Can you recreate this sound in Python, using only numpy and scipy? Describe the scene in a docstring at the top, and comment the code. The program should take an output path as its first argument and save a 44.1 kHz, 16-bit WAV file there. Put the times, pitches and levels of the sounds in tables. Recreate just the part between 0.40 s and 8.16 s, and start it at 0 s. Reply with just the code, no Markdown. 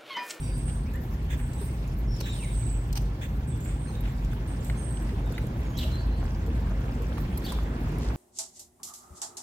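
"""A cat eats wet food from a plastic tray on a tarpaulin beside a porch, close to the microphones.
It sniffs, licks and bites; saliva snaps, its tongue smacks and air pockets plop in the food.
Further off, small birds whistle, slur and chirp around the yard, echoed by boards and walls.
In the distance an engine idles under a rumble of traffic that slowly draws nearer."""
import sys
import numpy as np
from scipy import signal
from scipy.io import wavfile

SR = 44100
rng = np.random.default_rng(int(sys.argv[2]) if len(sys.argv) > 2 else 0)


def wav_record(signal):
    """Record a signal, one row per channel, as 16-bit PCM in the file named by sys.argv[1]."""
    frames = np.transpose(np.atleast_2d(signal))
    bounded = np.clip(frames, -1, 1)
    # unit amplitude maps onto the largest positive 16-bit level
    quanta = np.round(bounded * 32767).astype(np.int16)
    wavfile.write(sys.argv[1], SR, quanta)


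N = 342216
TIME = np.arange(N) / SR


def from_db(db):
    """Decibels to gain."""
    return 10 ** (np.asarray(db) / 20)


def unit_rms(x):
    """Scale to unit power."""
    return x / np.sqrt(np.mean(x ** 2) + 1e-20)


def over_time(curve):
    """Read a curve of (t/s, value) at every sample."""
    return np.interp(TIME, *np.transpose(curve))


def at_hz(curve, hz):
    """Read a curve of (f/Hz, value) on a log-frequency axis."""
    freqs, values = np.transpose(curve)
    return np.interp(np.log(hz), np.log(freqs), values)


def drift(rate_hz):
    """A smooth random wander of unit power."""
    step, settle = 40, 2000
    pole = np.exp(-2 * np.pi * step * rate_hz / SR)
    white = rng.standard_normal(N // step + settle + 2)
    slow = signal.lfilter([1], [1, -2 * pole, pole * pole], white)[settle:]
    return np.interp(np.arange(N) / step, np.arange(len(slow)), unit_rms(slow))


def band(x, low_hz, high_hz, order=2):
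    """Butterworth band-pass."""
    edges = [low_hz, min(high_hz, SR / 2 - 1000)]
    return signal.sosfilt(signal.butter(order, edges, "band", fs=SR, output="sos"), x)


def resonate(x, rows):
    """Pass a sound through parallel resonances of (f/Hz, width/Hz, gain/dB)."""
    return sum((-1) ** k * from_db(gain_db) * band(x, hz - width / 2, hz + width / 2, order=1)
               for k, (hz, width, gain_db) in enumerate(rows))


def panned(x, lean_db):
    """Place a sound between the microphones; lean is left minus right level."""
    return x * from_db(np.array([[lean_db], [-lean_db]]) / 2)


def delay_right(x, lag_s):
    """The sound reaches the right microphone a little later."""
    return np.array([x[0], np.interp(TIME - lag_s, TIME, x[1])])


def add(out, start, x):
    """Mix a short stereo sound in at a time in seconds."""
    at = max(round(start * SR), 0)
    out[:, at:at + x.shape[1]] += x[:, :max(N - at, 0)]


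def glides(notes, attack_s, tremble_hz, flutter_db, overtones=None, third_db=0):
    """A trembling tone glides through each note: straight at bend 1, early below it, late above it."""
    release_share, full_voice_db = .35, -49   # softer notes have weaker overtones
    out, tremble, flutter = np.zeros(N), drift(tremble_hz), from_db(flutter_db * drift(27))
    for start, length, start_hz, end_hz, level_db, bend, depth in notes:
        on = (TIME >= start) & (TIME < start + length)
        t = TIME[on] - start
        hz = start_hz + (end_hz - start_hz) * (t / length) ** bend
        phase = 2 * np.pi * np.cumsum(hz * (1 + depth * tremble[on])) / SR
        envelope = np.minimum(t / attack_s, 1) * np.sqrt(np.minimum((1 - t / length) / release_share, 1))
        voice = np.sin(phase)
        for multiple, trim_db in ((2, 0), (3, third_db), (4, -12)):
            if overtones and multiple * max(start_hz, end_hz) < SR / 2:
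                overtone_db = at_hz(overtones, multiple * hz) + trim_db + min(level_db - full_voice_db, 0)
                voice = voice + from_db(overtone_db) * np.sin(multiple * phase)
        out[on] += np.sqrt(2) * from_db(level_db) * envelope * flutter[on] * voice
    return out


def burst(start, length, level_db):
    """Envelope of a short burst that swells, holds and dies away."""
    t = np.clip((TIME - start) / length, 0, 4)
    attack = np.minimum(t / .23, 1)
    return from_db(level_db) * attack / (1 + t ** 8) * (t < 4)


def grains(per_s):
    """Random impulses, each with its own strength at either microphone."""
    born = rng.random(N) < per_s / SR
    return born * rng.standard_normal((2, N))


def ring(modes, scatter, phase_rad):
    """One touch rings damped modes, shifted by the mouth's shape; each microphone gets its own phase."""
    t, out, rise_s = np.arange(SR // 10) / SR, 0, .00013
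    for hz, level_db, t60 in modes:
        phase = 2 * np.pi * hz * (1 + scatter * rng.standard_normal()) * t
        offset = phase_rad * rng.uniform(-1, 1, (2, 1))
        out = out + from_db(level_db - 60 * t / t60) * np.sin(phase + offset)
    return out * (1 - np.exp(-t / rise_s))


# How alike the background is at the two microphones: f/Hz, correlation
BACKGROUND_LIKENESS = [(60, .999), (150, .999), (300, .985), (600, .76), (1000, -.25), (1500, -.6),
                       (3000, -.3), (6000, .05), (15000, .05)]
# Which side it favours: f/Hz, lean/dB
BACKGROUND_LEAN = [(110, 0), (200, -.5), (380, -2), (700, -4.5), (1300, -2), (2400, 0), (4400, 2),
                   (15000, 0)]
def background_noise(spectrum, flutter_db):
    """Noise from all round in fluttering third-octave bands; the channels' mean has unit power."""
    out, edges = 0, 22 * 2 ** (np.arange(30) / 3)
    white = rng.standard_normal((2, 2, N))
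    for k, (low, high) in enumerate(zip(edges, edges[1:])):
        hz = np.sqrt(low * high)
        if spectrum[0][0] < high and low < spectrum[-1][0]:
            mid, side = band(white[k % 2], low, high)
            alike = at_hz(BACKGROUND_LIKENESS, hz)
            pair = np.sqrt(1 + alike) * mid + np.sqrt(1 - alike) * side * [[1], [-1]]
            gain = from_db(at_hz(spectrum, hz) + flutter_db * drift(21.4))
            out = out + gain * panned(pair, at_hz(BACKGROUND_LEAN, hz))
    return out / np.std(out.mean(axis=0))


# Faint treble all round the microphones: t/s, relative level/dB
HISS_LEVEL = [(0.0, -64), (.45, -69), (.99, -67), (1.2, -66), (1.43, -65.5), (1.68, -70.5), (1.85, -60.5),
              (2.35, -66.5), (2.79, -69.5), (3.52, -69), (4.26, -67), (6.48, -67.5), (6.98, -64),
              (7.33, -67.5), (7.76, -65.5)]
# Its colour: f/Hz, relative density/dB
HISS_SPECTRUM = [(2500, 15.5), (4000, 9.9), (7000, 6), (9500, 1), (12500, 2.2), (16000, 2.8)]
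def hiss():
    """A thin bright hiss swells and sinks behind everything."""
    return from_db(over_time(HISS_LEVEL) + 6.5) * background_noise(HISS_SPECTRUM, flutter_db=3)


# Tyres approaching from far off: t/s, relative level/dB
TYRE_LEVEL = [(0.0, -49.5), (3.37, -49), (5.12, -46), (5.97, -46.5), (7.76, -43.5)]
# Road rumble and tyre noise as they reach the porch: f/Hz, relative density/dB
RUMBLE_SPECTRUM = [(13, -41), (22, -1), (36, -3.5), (55, 6), (65, -0.5), (91, -6), (124, -3.5), (174, -13),
                   (233, -13), (269, -33), (300, -52), (390, -35), (660, -120)]
TYRE_SPECTRUM = [(130, -12), (220, 3.5), (284, -7), (318, -3), (385, -7.5), (459, -9), (621, -14),
                 (956, -12.5), (1100, -20), (1620, -19.5), (4020, -37), (6710, -45), (7870, -55),
                 (10000, -58), (13000, -53), (22000, -120)]
def traffic():
    """Distant traffic: a steady rumble, and tyre noise that grows as it nears."""
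    rumble = band(background_noise(RUMBLE_SPECTRUM, flutter_db=-.24), 44.8, 376, order=4)
    tyres = background_noise(TYRE_SPECTRUM, flutter_db=1.5)
    return from_db(-31) * rumble + from_db(over_time(TYRE_LEVEL) + 6.5) * tyres


# Overtones of a distant vehicle pulling away: f/Hz, relative level/dB
VEHICLE_OVERTONES = [(160, -31), (240, -36)]
# Orders of an engine idling beyond the yard: f/Hz, level/dB, waver/Hz
IDLE_ORDERS = [(51.35, -31.5, 3.52), (75.55, -43.5, 2.79), (116.2, -40.5, 3.4), (151, -44.5, 0.79),
               (239.1, -50.5, 3.69)]
def engines():
    """One engine rises in pitch as it pulls away; another idles on wavering orders."""
    pull_away = (5, 1.5, 76.5, 82, -34.5, 1, .0374)   # columns as in SLURRED_NOTES
    hum = glides([pull_away], attack_s=.84, tremble_hz=8.5, flutter_db=2.5, overtones=VEHICLE_OVERTONES)
    for hz, level_db, waver_hz in IDLE_ORDERS:
        phase = 2 * np.pi * np.cumsum(hz + waver_hz * drift(6.27)) / SR
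        hum += from_db(level_db) * unit_rms(np.sin(phase) * from_db(2.8 * drift(7.1)))
    return hum


def yard(x, t60_s=.5):
    """Boards and walls scatter the sound: ten feedback delays a side, smeared by allpasses."""
    out = np.zeros((2, N))
    for k, lag in enumerate((rng.uniform(.013, .06, 20) * SR).astype(int)):
        loop, gain = x[k % 2].copy(), from_db(-60 * lag / SR / t60_s)
        for i in range(lag, N, lag):
            loop[i:i + lag] += gain * loop[i - lag:i][:N - i]
        out[k % 2] += (loop - x[k % 2]) * (-1) ** (k // 2)
    for lag in (53, 131):
        taps = np.r_[.5, np.zeros(lag), 1]
        out = signal.lfilter(taps, taps[::-1], out + 1e-18)
    return out / np.sqrt(20)


# A bird off to the right: t/s, length/s, start f/Hz, end f/Hz, level/dB, tremble/share of pitch
THIN_NOTES = [(0, 0.088, 8470, 8500, -48, 0.039), (0.134, 0.071, 8570, 8470, -47, 0.029),
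              (0.254, 0.054, 8500, 8480, -46, 0.037), (0.97, 0.091, 8300, 8440, -54.5, 0.057),
              (1.115, 0.054, 7960, 8160, -54, 0.037), (1.18, 0.087, 8530, 8500, -51.5, 0.036),
              (1.924, 0.16, 8430, 8680, -48.5, 0.031), (2.114, 0.23, 8240, 7820, -46.5, 0.024),
              (3.072, 0.046, 8320, 8070, -51.5, 0.043), (3.205, .11, 6900, 8960, -52, 0.019),
              (3.392, 0.094, 8430, 8820, -53.5, .018), (4.073, .039, 8740, 8170, -51.5, 0.046),
              (4.205, 0.085, 6920, 8800, -52.5, 0.019), (4.371, 0.2, 8580, 8070, -49, 0.017)]
def thin_calls():
    """Thin high phrases of short notes, upward flicks and long sinking notes."""
    notes = [(*note, 1, depth) for *note, depth in THIN_NOTES]
    return glides(notes, attack_s=.0022, tremble_hz=390, flutter_db=1.5)


# Whistles across the yard: t/s, length/s, start f/Hz, end f/Hz, level/dB, bend, tremble/share of pitch
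SLURRED_NOTES = [(.01, .19, 4750, 4760, -63, 2.8, 0.014), (0, 0.11, 5650, 5550, -63, 2.1, 0.036),
                 (0, 0.17, 3710, 3740, -67, 2.8, 0.01), (.445, 0.055, 2150, 2670, -56, 1.3, .04),
                 (.525, 0.059, 1700, 2140, -50.5, 1.7, .025), (1.155, 0.085, 3940, 3420, -61, 1.25, .025),
                 (1.27, 0.035, 2290, 2050, -57, 1, 0.027), (1.668, 0.15, 5430, 5300, -55.5, 5, 0.012),
                 (1.775, .045, 5180, 3950, -51, 1, .02), (1.81, 0.16, 3880, 3250, -50.5, 3.5, 0.017),
                 (1.968, .095, 3310, 2064, -48.5, 0.86, 0.036), (3.08, .09, 3800, 3350, -63.5, .71, .025),
                 (3.47, 0.031, 6270, 6200, -54.5, 2.8, .015), (3.47, 0.03, 4210, 4140, -51.5, 2.8, .02),
                 (3.505, 0.12, 3780, 3720, -60, 1.3, 0.022), (3.675, 0.029, 7550, 7370, -53, 2, .015),
                 (4.345, 0.091, 6050, 6480, -61.5, 0.49, 0.016), (4.835, .11, 3780, 3500, -63, 0.82, .015),
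                 (4.93, 0.059, 3550, 3970, -55.5, 1.7, .015), (5.235, 0.12, 6780, 6440, -64, 2.4, 0.011),
                 (5.325, 0.051, 3000, 3400, -53, 1, 0.033), (5.507, 0.072, 4100, 4130, -47.5, 2.8, .01),
                 (5.565, 0.064, 4460, 4440, -53, 3.1, .025), (6.92, 0.048, 3260, 3180, -53, 2.8, .025)]
# Strength of an overtone where it falls: f/Hz, relative level/dB
SLUR_OVERTONES = [(4000, -20), (5800, -20), (6800, -6), (7450, -5), (8100, -24), (9500, -30), (11000, -11),
                  (12000, -24), (14000, -8)]
def whistles():
    """A bird's nearly pure whistles hold a pitch or slide off it."""
    return glides(SLURRED_NOTES, attack_s=.03, tremble_hz=260, flutter_db=2.8,
                  overtones=SLUR_OVERTONES, third_db=-12)


# Chirps straight ahead, each a flick and three falling steps:
# t/s, length/s, start f/Hz, end f/Hz, level/dB, tremble/share of pitch
HARSH_NOTES = [(5.363, .018, 5000, 7600, -48, .06), (5.37, .032, 3980, 3850, -43.5, .02),
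               (5.38, .032, 3750, 3150, -42, .12), (5.403, .046, 3300, 2900, -42.5, .1),
               (7.032, .018, 4600, 6200, -51, .1), (7.041, .028, 4480, 4350, -44, .025),
               (7.053, .034, 3900, 3200, -43.5, .17), (7.076, .038, 3540, 3300, -43, .055)]
# Strength of an overtone where it falls: f/Hz, relative level/dB
HARSH_OVERTONES = [(5500, -16), (7000, -22), (8000, -12), (9000, -14), (10000, -26), (11200, -22),
                   (11900, -7), (13400, -7), (14500, -16), (15600, -4)]
# Resonances of the air in the beak: f/Hz, width/Hz, gain/dB
BEAK_RESONANCES = [(3400, 1600, 5), (6050, 850, 1), (7500, 800, -1), (9200, 410, -7), (12700, 2000, -4),
                   (15400, 600, -11)]
def harsh_chirps(bend=2.2):
    """A rough voice with strong overtones chops a stream of air that hisses through the beak."""
    notes = [(*note, bend, depth) for *note, depth in HARSH_NOTES]
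    voice = glides(notes, attack_s=.011, tremble_hz=380, flutter_db=2, overtones=HARSH_OVERTONES)
    air = rng.standard_normal((2, N))
    rasp = resonate(air * voice, BEAK_RESONANCES) / np.std(resonate(air, BEAK_RESONANCES))
    roughness = unit_rms(1 + .6 * drift(300))
    return voice * roughness + from_db(-4.5) * rasp


def birds(wall_echo_s=.19):
    """Birds in the middle distance ring round the yard; a far wall returns the whistles."""
    right = panned(thin_calls(), lean_db=-5)
    slurs = whistles()
    ahead = slurs + harsh_chirps()
    wall = from_db(-11.5) * np.interp(TIME - wall_echo_s, TIME, slurs)
    echoes = yard(from_db(2.5) * right + ahead + wall) + wall
    return delay_right(right, lag_s=.0002) + ahead + echoes


# Soft brushes close by, as of fur and whiskers on the tray: t/s, length/s, level/dB
BRUSHES = [(.59, 0.095, -56), (.68, 0.1, -59), (0.953, .08, -57), (1.21, 0.095, -55.5), (1.56, 0.064, -56),
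           (2.76, .32, -64), (3.2, .09, -60), (3.52, .07, -63), (4.22, .1, -59), (6.788, 0.052, -52)]
def rustles():
    """Each brush is a spray of tiny bright ticks that swells and fades."""
    ticks = unit_rms(band(grains(per_s=2800), 11900, 15400))
    return ticks * sum(from_db(level_db) * np.sin(np.pi * np.clip((TIME - start) / length, 0, 1))
                       for start, length, level_db in BRUSHES)


# Sniffs at the food, near the microphones: t/s, length/s, level/dB
SNIFF_PUFFS = [(0.895, 0.056, -42.5), (1.853, 0.04, -42), (2.808, 0.055, -43.5), (3.25, .11, -61),
               (3.628, 0.093, -55), (3.91, .024, -51)]
# The cat's nasal passages: f/Hz, width/Hz, gain/dB
NOSE_RESONANCES = [(1690, 130, 0), (2050, 200, -3), (2520, 220, -4), (3490, 150, -2), (6150, 500, -15),
                   (7550, 700, -14), (8800, 600, -16), (15300, 700, -15)]
def sniffs():
    """Smooth puffs of air pass through the resonances of the nose."""
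    air = unit_rms(resonate(rng.standard_normal((2, N)), NOSE_RESONANCES))
    return panned(air * sum(burst(*puff) for puff in SNIFF_PUFFS), lean_db=-1.5)


# Soft licks in the tray, just right of centre: t/s, length/s, level/dB, centre f/Hz
TONGUE_STROKES = [(0.278, 0.028, -50, 2400), (0.994, .025, -52, 1500), (1.211, .022, -51, 900),
                  (3.24, 0.095, -52, 1880), (3.62, 0.077, -52.5, 2000), (4.21, .03, -43.5, 400),
                  (6.295, 0.027, -46, 1100), (6.768, 0.022, -48, 1200), (7.118, 0.013, -44, 7500),
                  (7.461, .014, -45, 850), (7.57, .016, -49, 900), (7.578, 0.14, -51.5, 4600),
                  (7.698, 0.016, -44, 1040)]
def licks():
    """The tongue drags over the food: grainy noise in one broad resonance set by the mouth's opening."""
    rub = rng.standard_normal((2, N)) * from_db(4 * drift(130))
    rub = rub + rub.mean(axis=0)   # narrows the stereo image
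    out = sum(unit_rms(band(rub, hz * .6, hz * 1.5)) * burst(start, length, level_db)
              for start, length, level_db, hz in TONGUE_STROKES)
    return panned(out, lean_db=-3)


# Wet ticks at close range, louder as the cat works harder: t/s, level/dB
CHEWING_LEVEL = [(0, -75), (1.2, -66), (2.7, -78), (3.3, -64), (4.9, -61), (6.0, -58), (7.76, -62)]
def squelch(chews_per_s=3, width_hz=450):
    """Each chew squeezes out a clump of tiny wet ticks, which ring at random pitches."""
    chew = np.sin(2 * np.pi * np.cumsum(chews_per_s + .3 * drift(.82)) / SR)
    born = rng.random(N) < 160 * (1 + chew) ** 2 / SR
    ticks = born * from_db(4 * np.minimum(rng.exponential(1, N), 3))
    pitches = np.geomspace(1400, 14500, 16)
    pitch_index, out = rng.integers(0, len(pitches), N), np.zeros((2, N))
    for k, hz in enumerate(pitches):
        radius, angle = np.exp(-np.pi * width_hz / SR), 2 * np.pi * hz / SR
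        feedback = [1, -2 * radius * np.cos(angle), radius ** 2]
        rung = signal.lfilter([0, np.sin(angle)], feedback, ticks * (pitch_index == k) + 1e-18)
        pair = np.array([np.roll(rung, rng.integers(12)), rung])
        out += pair * from_db(-4 * np.log2(hz / pitches[0]))
    return from_db(over_time(CHEWING_LEVEL)) * panned(unit_rms(out), lean_db=-2)


# Wet bites at the tray: t/s, length/s, level/dB
BITE_BURSTS = [(1.802, .014, -38), (2.527, .007, -47), (2.551, 0.025, -38), (2.57, 0.015, -39)]
# What a bite rings in the mouth and tray: f/Hz, width/Hz, gain/dB
MOUTH_AND_TRAY = [(900, 310, -1.5), (2480, 200, -1), (2880, 220, -1), (4300, 300, -1), (4950, 230, 0),
                  (5950, 220, 2.5), (8500, 170, -1), (13000, 990, -9), (15400, 500, -12)]
def bites():
    """Wet food tears in a dense crackle that rings the mouth and the tray."""
    crackle = unit_rms(grains(per_s=3000))
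    envelope = sum(burst(*bite) for bite in BITE_BURSTS)
    return resonate(crackle * envelope, MOUTH_AND_TRAY) / np.std(resonate(crackle, MOUTH_AND_TRAY))


# Soft plops of food and jaw, just in front of the microphones: t/s, level/dB, f/Hz
AIR_POCKETS = [(1.213, -31.5, 400), (1.808, -36, 546), (4.73, -34, 393), (4.904, -35, 486),
               (5.04, -34.5, 480), (2.57, -42, 802), (5.45, -34.5, 620), (5.829, -38, 765),
               (6.08, -30.5, 454), (6.31, -39, 646), (6.447, -40, 450), (6.602, -30.5, 471),
               (7.122, -39, 998), (7.701, -42, 375)]
def plops(rise_s=.00031, decay_s=.013):
    """Small air pockets open in the food and ring briefly at a low pitch."""
    out, t = np.zeros((2, N)), np.arange(SR // 10) / SR
    envelope = (1 - np.exp(-t / rise_s)) * np.exp(-t / decay_s)
    for start, level_db, hz in AIR_POCKETS:
        plop = from_db(level_db) * envelope * np.sin(2 * np.pi * hz * t)
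        add(out, start, panned(plop, lean_db=-1))
    return out


# Smacks of the opening mouth, close up: t/s, level/dB, cavity f/Hz
MOUTH_OPENINGS = [(.297, -41, 3100), (.994, -38, 1540), (3.553, -38, 3720), (3.932, -35.5, 1470),
                  (4.2988, -25.5, 2080), (4.572, -38, 3000), (4.692, -37, 2000), (4.9805, -24.5, 2060),
                  (5.828, -28, 760), (6.271, -36, 1570), (6.31, -37, 1250), (6.782, -28.5, 1260),
                  (7.122, -30, 1010), (7.187, -30.5, 1250), (7.701, -32, 1170)]
# Modes of the mouth cavity: multiple of cavity f, gain/dB, t60/s
MOUTH_MODES = [(.78, -8, .012), (1, -1, .015), (1.4, -12, .012), (1.9, -10, .011)]
def smacks():
    """The tongue leaves the palate in three quick slips; the cavity rings as its opening changes."""
    out = np.zeros((2, N))
    for start, level_db, hz in MOUTH_OPENINGS:
        modes = [(multiple * hz, gain_db, t60) for multiple, gain_db, t60 in MOUTH_MODES]
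        for k in range(3):
            slip = from_db(level_db - 7 * k) * ring(modes, scatter=.02 + .1 * k, phase_rad=.6)
            add(out, start + k * rng.uniform(.00156, .00283), panned(slip, lean_db=-2.5))
    return out


def faint_clicks(settled_s=4.4, per_s=5):
    """Rows like LIP_CLICKS for faint, uneven clicks once the cat has settled to its meal."""
    moments = np.arange(settled_s, N / SR, 1 / per_s)
    chance = rng.uniform(-1.1, 1, (len(moments), 2))
    return [(start + jitter / per_s / 2, -52 + 2 * strength, -12, -4)
            for start, (jitter, strength) in zip(moments, chance)]


# Lip and tongue clicks right at the microphones: t/s, relative level/dB, teeth gain/dB, lean/dB
LIP_CLICKS = [(.1799, -44, -14, -7), (.295, -48, -10, -4), (.537, -43, -18, -9), (.557, -41, -22, -1),
              (1.134, -51, -0.5, 2), (1.214, -42, -16, -4), (1.477, -49, -11, -7), (1.765, -52, 1, -1),
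              (1.8066, -37, -18, -10), (2.046, -56, 6.5, -3), (2.528, -38, -4, 4), (2.6178, -47, -13, 4),
              (3.0824, -48, -16, -2), (3.1752, -50, -20, -2), (3.2046, -45, -19, -3),
              (3.2499, -44, -13, -4), (3.607, -38.5, -28, -12), (3.7219, -50, -22, -6),
              (3.7923, -52, -18, -7), (3.8472, -50.5, -2, -1), (3.933, -48, -13, -5),
              (4.2472, -41, -10, -4), (4.2757, -51, -18, -5), (4.2992, -45, -12, -5),
              (4.6233, -44, -18, -4), (4.692, -59, -3, -2), (4.9226, -41, -12.5, -4),
              (4.9805, -42, -26, -12), (5.0688, -43.5, -14, -1), (6.064, -46, -13, -1),
              (6.6208, -44.5, -10, -1), (6.782, -46, -9, -1), (6.975, -29, -20, -7), (7.1209, -39, -10, -1),
              (7.5846, -41, -15, -3)]
# Modes of the saliva film and of the gaps between the teeth: f/Hz, gain/dB, t60/s
SALIVA_MODES = [(11670, -1, 0.018), (13470, 6.5, 0.0046), (12700, 7, 0.0028), (14700, 4, 0.0036)]
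TOOTH_GAP_MODES = [(4170, 2.2, 0.017), (5500, 13.7, 0.0026), (7670, 17.6, 0.0034)]
def mouth_clicks():
    """A film of saliva snaps against the teeth; five smaller snaps follow as it peels off."""
    out = np.zeros((2, N))
    for start, level_db, teeth_db, lean_db in list(LIP_CLICKS) + faint_clicks():
        delays = np.r_[0, np.cumsum(rng.uniform(.0012, .0045, size=5))]
        for k, delay in enumerate(delays):
            film = from_db(-1.5) * ring(SALIVA_MODES, scatter=.068, phase_rad=1.3)
            teeth = from_db(teeth_db) * ring(TOOTH_GAP_MODES, scatter=.073, phase_rad=2.8)
            add(out, start + delay, panned((film + teeth) * from_db(level_db - 4.4 * k), lean_db))
    return out


def scene():
    """From beside the porch: the cat close by, birds further off, the road behind."""
    mouth = delay_right(mouth_clicks() + smacks() + plops() + licks(), lag_s=.0001)
    cat = mouth + squelch() + rustles() + sniffs() + bites()
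    surroundings = yard(from_db(-11) * cat) + birds()
    road = delay_right(traffic() + engines(), lag_s=.00015)
    return cat + surroundings + road + hiss()


def record(dry):
    """The microphone pair feeds a steep low-pass that cuts the very top."""
    cutoff_hz = 15950
    return signal.sosfilt(signal.ellip(12, .1, 90, cutoff_hz, fs=SR, output="sos"), dry)


dry = scene()
out = record(dry)
wav_record(out)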